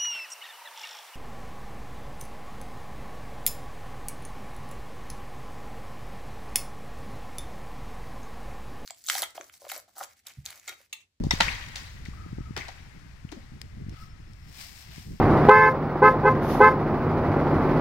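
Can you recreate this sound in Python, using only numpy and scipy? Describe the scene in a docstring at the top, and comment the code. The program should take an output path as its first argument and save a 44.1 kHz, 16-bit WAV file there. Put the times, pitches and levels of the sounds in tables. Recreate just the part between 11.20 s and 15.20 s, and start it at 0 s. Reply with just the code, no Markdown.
"""On a forested slope, sharp woody knocks ring out and the trunks scatter them back as echoes.
Each knock is a spray of tiny cracks tinted by short tones; damped noise bursts add dull knocks and
thuds (trunk echoes, low pushes and footfalls), and clicks with a short spray make snapping twigs.
Filtered noise makes the light wind on the microphone, the far hush and a late rustle of clothing.
Wavering tones make faint far whines and thin pips."""
import sys
import numpy as np
from scipy import signal
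from scipy.fft import rfft, irfft
from scipy.io import wavfile
from scipy.ndimage import uniform_filter1d

SR = 44100
rng = np.random.default_rng(int(sys.argv[2]) if len(sys.argv) > 2 else 0)


def unload_wav(signal):
    """Save mono or channel-first audio to the path in sys.argv[1] as 16-bit WAV at rate SR, clipped to [-1, 1]."""
    wavfile.write(
        sys.argv[1],
        SR,
        np.round(np.clip(np.atleast_2d(signal).T, -1, 1) * 32767).astype(np.int16),
    )


N = 176400
TIME = np.arange(N) / SR


def amp(db):
    """Turns decibels into a gain."""
    return 10 ** (np.asarray(db) / 20)


def unit(x):
    """Scales a signal to an rms level of 1."""
    return x / np.sqrt(np.mean(x ** 2) + 1e-20)


def read(points, hz):
    """Reads a table over frequency, joining its points on a log-frequency axis."""
    table_hz, value = np.transpose(points)
    return np.interp(np.log(hz + 1), np.log(table_hz), value)


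def curve(rows, axis=1):
    """Joins one column of a timed table into a value for every sample."""
    rows = np.array(rows)
    return np.interp(TIME, rows[:, 0], rows[:, axis])


def add(mix, start_s, sound):
    """Mixes a stereo sound in at a time, cutting off what falls outside."""
    start = round(start_s * SR)
    sound = sound[:, max(-start, 0):]
    part = mix[:, max(start, 0):][:, :sound.shape[1]]
    part += sound[:, :part.shape[1]]


def pan(db):
    """Gives left and right gains that differ by this many dB; positive is left."""
    return amp([[db / 2], [-db / 2]])


def shelf(hz, corner_hz):
    """Steps smoothly from 0 below the corner to 1 above."""
    return hz ** 4 / (hz ** 4 + corner_hz ** 4)


def colour(x, db_at, size=4096):
    """Filters with a gain in dB over frequency, letting no sound come early."""
    log_gain = np.log(amp(db_at(abs(np.fft.fftfreq(size, 1 / SR)))))
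    # The phase that goes with this gain packs the energy as early as possible.
    spectrum = np.exp(np.conj(signal.hilbert(log_gain)))
    taps = np.fft.ifft(spectrum).real[:size // 2]
    return signal.fftconvolve(x, taps[None], axes=1)[:, :x.shape[1]]


def noise(db_at, same, size=N):
    """Makes coloured stereo noise; same=1 makes both sides alike, 0 unrelated."""
    a, b = rng.standard_normal((2, size))
    same = np.clip(same, -1, 1)
    pair = np.array([a, same * a + np.sqrt(1 - same ** 2) * b])
    gain = amp(db_at(np.fft.rfftfreq(size, 1 / SR)))
    return unit(irfft(rfft(pair) * gain, size))


def burst(envelope, same=0.2, count=4):
    """Sprays tiny impulses along an envelope, with a near-even spectrum and energy 1 per side."""
    x = envelope * rng.standard_normal((2, len(envelope)))
    same = np.clip(same, 0, 1)
    x[1] = same * x[0] + np.sqrt(1 - same ** 2) * x[1]
    for _ in range(count):
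        # Flatten the spectrum, then press the sound back into its envelope.
        spectrum = rfft(x)
        x = irfft(spectrum / (abs(spectrum) + 1e-12), len(envelope))
        loudness = np.sqrt(abs(uniform_filter1d(x ** 2, size=64, axis=1)) + 1e-12)
        x = x * envelope / loudness
    return x / np.linalg.norm(x, axis=1, keepdims=True)


# Colour of the far hush, the same throughout: (pitch_hz, gain_db)
AIR_COLOUR = [(100, 16), (400, -2), (750, 0.5), (1500, 2), (2000, 2), (3300, -5.5), (5300, -5.5),
              (6300, -10), (10500, -21.5), (15500, -27)]
# Slow swell of the hush, on top of its base level: (time_s, level_db)
AIR_SWELL = [(0, 9.5), (1, 10.5), (3, 6), (4, 4)]


def air(level_db=-66.5, pan_db=13):
    """The far hush of the valley is soft noise that leans left and changes level slowly."""
    hush = noise(lambda f: read(AIR_COLOUR, f), same=0.022)
    return amp(level_db + curve(AIR_SWELL)) * pan(pan_db) * hush


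def from_left(x, delay_s=0.00083):
    """Sound from the left reaches the right microphone later, because the two are spaced apart."""
    padded = x.shape[1] + 128
    hz = np.fft.rfftfreq(padded, 1 / SR)
    right = irfft(rfft(x[1], padded) * np.exp(-2j * np.pi * hz * delay_s))
    return np.array([x[0], right[:x.shape[1]]])


# How strong the wind is, before each layer's own level: (time_s, level_db)
WIND_STRENGTH = [(0.0, -27.5), (0.1, -28.5), (0.51, -44), (1.24, -36.5), (1.45, -47), (2.51, -44.5),
                 (2.7, -33.5), (2.75, -41.5), (3.26, -43), (3.41, -52.5), (3.93, -38.5), (4.0, -46)]
# Colour of the low rumble: (pitch_hz, gain_db)
RUMBLE_COLOUR = [(15, -1.5), (35, 3), (65, 3.5), (110, 1), (180, -14), (280, -35.5), (450, -31), (900, -57),
                 (3000, -81)]
# Colour of the flutter: (pitch_hz, gain_db)
FLUTTER_COLOUR = [(30, -15), (90, -2), (160, 0), (260, -9.5), (400, -16.5), (700, -30.5), (1500, -62)]
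# Single eddies hitting the microphone, before panning: (peak_time_s, peak_level_db, width_s)
EDDIES = [(.0095, -19.5, 0.00089), (0.037, -20, 0.00087), (0.049, -20.5, .0016), (.069, -14, 0.0011),
          (0.1368, -15.5, 0.00089), (.887, -26.5, 0.0015), (1.064, -29, .001), (1.131, -24.5, 0.0015),
          (1.1853, -22.5, 0.00065), (1.207, -24, 0.0016), (1.309, -24.5, 0.0016), (2.051, -26.5, 0.0018),
          (2.322, -33.5, 0.002), (2.573, -30.5, 0.002), (2.623, -28.5, 0.0028), (2.667, -30, .002),
          (2.687, -26.5, 0.0016), (3.782, -31, 0.00098)]


def wind(rumble_db=-3, buffet_db=0, flutter_db=-8, lumpy_db=6, cut_hz=110, size=4096):
    """Wind rumbles and flutters unevenly; each passing eddy dips the pressure for a moment."""
    lumps = noise(lambda f: -200 * shelf(f, 45), same=1)[0]
    lumpy_gain = amp(lumpy_db * np.minimum(lumps, 2))
    flutter = unit(noise(lambda f: read(FLUTTER_COLOUR, f), same=0.79) * lumpy_gain)
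    rumble = noise(lambda f: read(RUMBLE_COLOUR, f), same=1.0)
    out = amp(curve(WIND_STRENGTH)) * (amp(rumble_db) * rumble + amp(flutter_db) * flutter)
    t = TIME[:size] - size / SR / 2
    low_cut = shelf(np.fft.rfftfreq(size, 1 / SR), cut_hz)
    for peak_s, db, width_s in EDDIES:
        dip = -1 / (1 + (t / width_s) ** 2)
        eddy = irfft(rfft(dip) * low_cut)
        add(out, peak_s + t[0], amp(buffet_db + db) * eddy / abs(eddy).max() * pan(3.3))
    return from_left(out)


# Colour of cracking wood: (pitch_hz, gain_db)
WOOD_COLOUR = [(420, -8), (720, -1), (1000, 3), (1250, 0), (2000, 6), (2900, 0), (4200, -0.5), (5600, -5),
               (7200, -12), (10500, -26), (16000, -30.5)]
# Tones that tint the knocks, two sets: "branch" is brighter, "trunk" lower and longer;
# the names are only labels: (pitch_hz, level_db, time_to_fall_60_db_s)
TINT_TONES = {"branch": [(930, -13, 0.027), (2003, 1, 0.022), (3690, 6, 0.0095), (5480, 0, 0.012),
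              (5860, -4, 0.0089), (7620, -12, 0.011)], "trunk": [(701, 5, 0.035), (902, 1, 0.043),
              (1395, -6.5, 0.071), (1933, -0.5, 0.059), (3070, -12.5, 0.1), (4010, 1, 0.033)]}
CRACK_RISE_S, CRACK_TAIL_DB, CRACK_TAIL_S = 0.0006, -12.5, 0.011
SPLINTER_DB = 4  # unevenness of the tearing, rms
BASS_HZ, TREBLE_HZ = 1060, 3280  # corners of the tone controls


def knock(length_s, bass_db, treble_db, ring_db, tone_set, size=4096):
    """Wood fibres give way over a few milliseconds, and short fading tones tint the crack."""
    t = np.arange(size) / SR
    tearing = np.exp(-(t / length_s) ** 4) + amp(CRACK_TAIL_DB) * np.exp(-t / CRACK_TAIL_S)
    splinters = unit(uniform_filter1d(rng.standard_normal(size), size=64))
    tearing = tearing * amp(SPLINTER_DB * splinters)
    crack = burst((1 - np.exp(-t / CRACK_RISE_S)) * tearing)

    ring = np.zeros((2, size))
    for hz, db, t60_s in TINT_TONES[tone_set]:
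        turns = hz * t + rng.random((2, 1))  # each side starts at its own phase
        ring += amp(db - 60 * t / t60_s) * np.sin(2 * np.pi * turns)
    ring *= np.minimum(t / length_s, 1)  # the tones build up during the crack

    body = unit(colour(crack, lambda f: read(WOOD_COLOUR, f))) + amp(ring_db) * unit(ring)

    def tone(f):
        return bass_db * (1 - shelf(f, BASS_HZ)) + treble_db * shelf(f, TREBLE_HZ)
    return unit(colour(body, tone))


# How long the far echoes last at each pitch: (pitch_hz, time_to_fall_60_db_s)
ECHO_DECAY = [(150, 1.28), (800, 1.18), (2000, 1.42), (5000, 1.09), (9000, 1.37), (15000, 2.04)]
# Colour of all the echoes: (pitch_hz, gain_db)
ECHO_COLOUR = [(100, -11), (800, -2), (2000, 0.5), (4000, -1.5), (7000, -2.5), (15000, 1.5)]
NEAR_DB, NEAR_T60_S = 4, 0.44  # near scatter: starting level, time to fall 60 dB
TRUNK_SPREAD_DB, ECHO_PATCH_DB = 2, 2.5  # unevenness in time, and over time and pitch


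def forest(x, size=65536):
    """Countless trunks send back echoes: a quick near scatter and a long far tail."""
    taps = rng.standard_normal((2, size))
    spread = rng.standard_normal((1, size // 64)).repeat(64, 1)
    hz, t, z = signal.stft(taps * amp(TRUNK_SPREAD_DB * spread), SR, nperseg=256)
    far = amp(-60 * t / read(ECHO_DECAY, hz)[:, None])
    near = amp(NEAR_DB - 60 * t / NEAR_T60_S)
    patches = uniform_filter1d(rng.standard_normal(z.shape[1:]), size=8, axis=0)
    patches = unit(uniform_filter1d(patches, size=3, axis=1))
    echo_gain = amp(ECHO_PATCH_DB * patches) * (far + near) * amp(read(ECHO_COLOUR, hz))[:, None]
    tail = signal.istft(z * echo_gain, SR, nperseg=256)[1][:, :size]
    tail = tail * np.minimum(TIME[:size] / 0.00081, 1)  # short fade-in
    tail = unit(tail) / np.sqrt(size)
    return signal.fftconvolve(x, tail, axes=1)[:, :N]


# Sharp knocks, levels before the shared knock level; forest_db is relative to the direct knock:
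# (start_s, level_db, length_s, bass_db, treble_db, left_minus_right_db, forest_db, ring_db, tone_set)
SHARP_KNOCKS = [(.037, -34, 0.0056, 37, 24.5, 5, 4.5, -18, "trunk"),
                (.108, -12, 0.0068, 9.5, 10.5, 1, -5, 8, "branch"),
                (0.203, -7.5, 0.0069, 5, 4, 1, -2.5, 0.5, "trunk"),
                (.5557, -29.5, 0.0079, 4.5, 12.5, 1.5, 5, -23, "branch"),
                (0.852, -47.5, 0.0047, -12, 14, 14, 8.5, -9, "branch"),
                (1.3638, -28, 0.00904, 3, -4, 4.5, 4, -8.5, "trunk"),
                (1.373, -29.5, .007, 19, 18, 3, 0.5, -10, "branch"),
                (1.483, -34, 0.0062, 15, 13.5, 1, -4, -3.5, "trunk"),
                (2.1163, -38.5, .013, 16.5, 12, 12, 2, -12.5, "trunk")]


def knocks(level_db=-16, forest_pan_db=3.0, far_ring_db=-16):
    """Knocks arrive directly and thrown back by the forest; the ring carries less far than the crack."""
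    direct, sent = np.zeros((2, 2, N))
    for start_s, db, length_s, bass_db, treble_db, pan_db, forest_db, ring_db, tone_set in SHARP_KNOCKS:
        near = knock(length_s, bass_db, treble_db, ring_db, tone_set)
        far = knock(length_s, bass_db, treble_db, ring_db + far_ring_db, tone_set)
        add(direct, start_s, amp(db) * pan(pan_db) * near)
        add(sent, start_s, amp(db + forest_db) * far)
    return amp(level_db) * (direct + forest(sent) * pan(forest_pan_db))


# Twig snaps, before the shared twig level: (start_s, level_db, left_minus_right_db)
TWIG_SNAPS = [(0.189, -45, -21), (0.487, -43.5, 14), (1.366, -32.5, 10), (2.4156, -32.5, 11.5),
              (2.695, -50, 17), (3.134, -54, 16)]
# Colour of a snapping twig: (pitch_hz, gain_db)
TWIG_COLOUR = [(300, -19), (1100, -22), (1900, -12.5), (3700, -12.5), (5300, -1.5), (6400, -14.5),
               (16000, -32)]


def twigs(level_db=-17, splinter_db=2, decay_s=0.0023, forest_db=-14, size=2048):
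    """Dry twigs snap close by: one click and a short splintering."""
    out = np.zeros((2, N))
    for start_s, db, pan_db in TWIG_SNAPS:
        snap = amp(splinter_db) * burst(np.exp(-TIME[:size] / decay_s))
        snap[:, 0] += 1  # the click
        snap = unit(colour(snap, lambda f: read(TWIG_COLOUR, f)))
        add(out, start_s, amp(level_db + db) * pan(pan_db) * snap)
    return out + amp(forest_db) * forest(out)


def peak(hz, centre_hz, width_hz):
    """Gives the gain in dB of a resonance with steep sides."""
    return -20 * np.log10(1 + 2 * ((hz - centre_hz) / width_hz) ** 2)


# Dull, damped knocks and thuds: trunk echoes of the sharp knocks, low pushes and footfalls,
# before the shared level: (start_s, level_db, pitch_hz, decay_s)
DULL_KNOCKS = [(.206, -25.5, 182, 0.0023), (0.243, -40, 1900, .005), (0.282, -23.5, 2150, 0.0022),
               (0.286, -25, 2400, 0.0035), (0.32, -35, 2270, 0.0026), (0.859, -41, 2040, 0.0017),
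               (0.934, -46.5, 1150, .004), (1.367, -31.5, 380, 0.023), (1.409, -33.5, 2100, 0.006),
               (1.417, -35.5, 2090, .005), (1.486, -36, 805, 0.0093), (2.09, -47, 2870, 0.0022),
               (2.119, -31.5, 329, 0.011), (2.158, -34.5, 235, 0.021), (2.165, -47, 570, 0.023)]
DULL_Q, DULL_RISE_S = 4.6, 0.0006  # sharpness of the resonance (pitch / width), rise time


def dull_knocks(level_db=-16, pan_db=5, forest_db=-8, size=4096):
    """Each dull knock or thud is a short burst of noise through one broad, damped resonance."""
    out, t = np.zeros((2, N)), TIME[:size]
    for start_s, db, hz, decay_s in DULL_KNOCKS:
        envelope = (1 - np.exp(-t / DULL_RISE_S)) * np.exp(-t / decay_s)
        thud = burst(envelope, same=0.41)
        add(out, start_s, amp(level_db + db) * unit(colour(thud, lambda f: peak(f, hz, hz / DULL_Q))))
    return out * pan(pan_db) + amp(forest_db) * forest(out)


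def note(length_s, pitch_hz, arch_hz=0, waver_hz=0):
    """A tone swells and fades while its pitch arches and wavers at random."""
    samples = round(length_s * SR)
    arch = np.sin(np.pi * np.arange(samples) / samples)
    waver = unit(uniform_filter1d(rng.standard_normal(N), size=400))[:samples]
    hz = pitch_hz + arch_hz * arch + waver_hz * waver
    return np.sqrt(arch) * np.sin(2 * np.pi * np.cumsum(hz) / SR)


# Faint far whines, before panning and roughening: (start_s, length_s, level_db)
FAR_WHINES = [(0.964, 0.093, -50), (1.052, 0.057, -55.5), (1.185, 0.12, -55), (2.724, 0.072, -53.5),
              (2.798, 0.047, -52)]
WHINE_HZ, WHINE_ARCH_HZ, WHINE_WAVER_HZ = 1219, 84, 24  # pitch at the ends, rise in the middle, waver


def whine(forest_db=0):
    """Short, rough, arching whines come from far off, blurred by the trees."""
    out = np.zeros((2, N))
    for start_s, length_s, db in FAR_WHINES:
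        tone = note(length_s, WHINE_HZ, WHINE_ARCH_HZ, WHINE_WAVER_HZ)
        add(out, start_s, amp(db) * pan(5.3) * tone)
    # Low-pitched noise shakes the loudness and makes the tone rough.
    roughness = noise(lambda f: -12 * np.log2(1 + (f / 130) ** 2), same=.5)
    out = out * (.55 + .7 * roughness)
    return out + amp(forest_db) * forest(out)


# Strokes of sliding cloth, before panning: (time_s, level_db, treble_db)
STROKES = [(2.66, -68, -8), (2.73, -53, -17), (2.82, -55.5, -1), (2.92, -64, -15), (3.22, -64.5, -3.5),
           (3.33, -54.5, -0.5), (3.41, -44, 1), (3.52, -52, 0.5), (3.61, -51, 1.5), (3.67, -52, -5),
           (3.78, -46.5, -4), (3.9, -61, 3.5), (4, -59, -3)]
# Colour of the cloth hiss, before the bass cut: (pitch_hz, gain_db)
CLOTH_COLOUR = [(410, -33), (700, -4), (1450, -12.5), (2080, -4.5), (3630, -6.5), (5290, -2.5),
                (6180, -9.5), (8880, -12), (10400, -20), (13100, -13), (15500, -17.5)]
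CLOTH_GRAIN_DB = 2  # unevenness from grain to grain


def rustle(level_db=0, bass_db=-8):
    """Cloth slides in a few strokes, a fine-grained hiss whose treble rises and falls."""
    grains = rng.standard_normal((2, N))
    grain_level = rng.standard_normal(N // 50 + 1).repeat(50)[:N]
    grains = grains * amp(CLOTH_GRAIN_DB * grain_level)
    hiss = unit(colour(grains, lambda f: read(CLOTH_COLOUR, f) + bass_db * (1 - shelf(f, 600))))
    top = irfft(rfft(hiss) * shelf(np.fft.rfftfreq(N, 1 / SR), 3860), N)
    treble_gain = amp(curve(STROKES, axis=2))
    return amp(level_db + curve(STROKES)) * pan(6.4) * (hiss + top * (treble_gain - 1))


# Thin pips far off: (start_s, length_s, level_db)
FAR_PIPS = [(2.712, 0.031, -64), (2.772, 0.1, -63.5), (2.881, 0.052, -63), (2.988, 0.046, -72),
            (3.07, 0.039, -68), (3.218, 0.033, -63), (3.278, 0.025, -58.5)]
PIP_HZ, PIP_WAVER_HZ = 5340, 9.2


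def pips():
    """A run of thin, high pips wavers around one pitch, perhaps a distant bird."""
    out = np.zeros((2, N))
    for start_s, length_s, db in FAR_PIPS:
        add(out, start_s, amp(db) * note(length_s, PIP_HZ, waver_hz=PIP_WAVER_HZ)[None])
    return out


def scene():
    """Adds up everything heard on the slope."""
    return knocks() + dull_knocks() + twigs() + wind() + air() + rustle() + whine() + pips()


# How the two microphones differ in colour: (pitch_hz, left_minus_right_db)
MIC_BALANCE = [(300, 0), (900, -2), (1900, 5), (3400, -0.5), (5400, -0.5), (8000, 3.5), (15000, 3)]
EDGE_HZ = 15900  # upper edge of the band


def record(dry, ceiling=.85):
    """Two microphones of unlike colour hear it; loud peaks are rounded off and the top is cut."""
    balance_db = read(MIC_BALANCE, np.fft.rfftfreq(N, 1 / SR))
    heard = irfft(rfft(dry) * amp(np.outer([.5, -.5], balance_db)), N)
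    rounded = ceiling * np.tanh(heard / ceiling)
    low_pass = signal.firwin(511, EDGE_HZ, window=("kaiser", 9), fs=SR)
    return signal.oaconvolve(rounded, low_pass[None], "same")


dry = scene()
out = record(dry)
unload_wav(out)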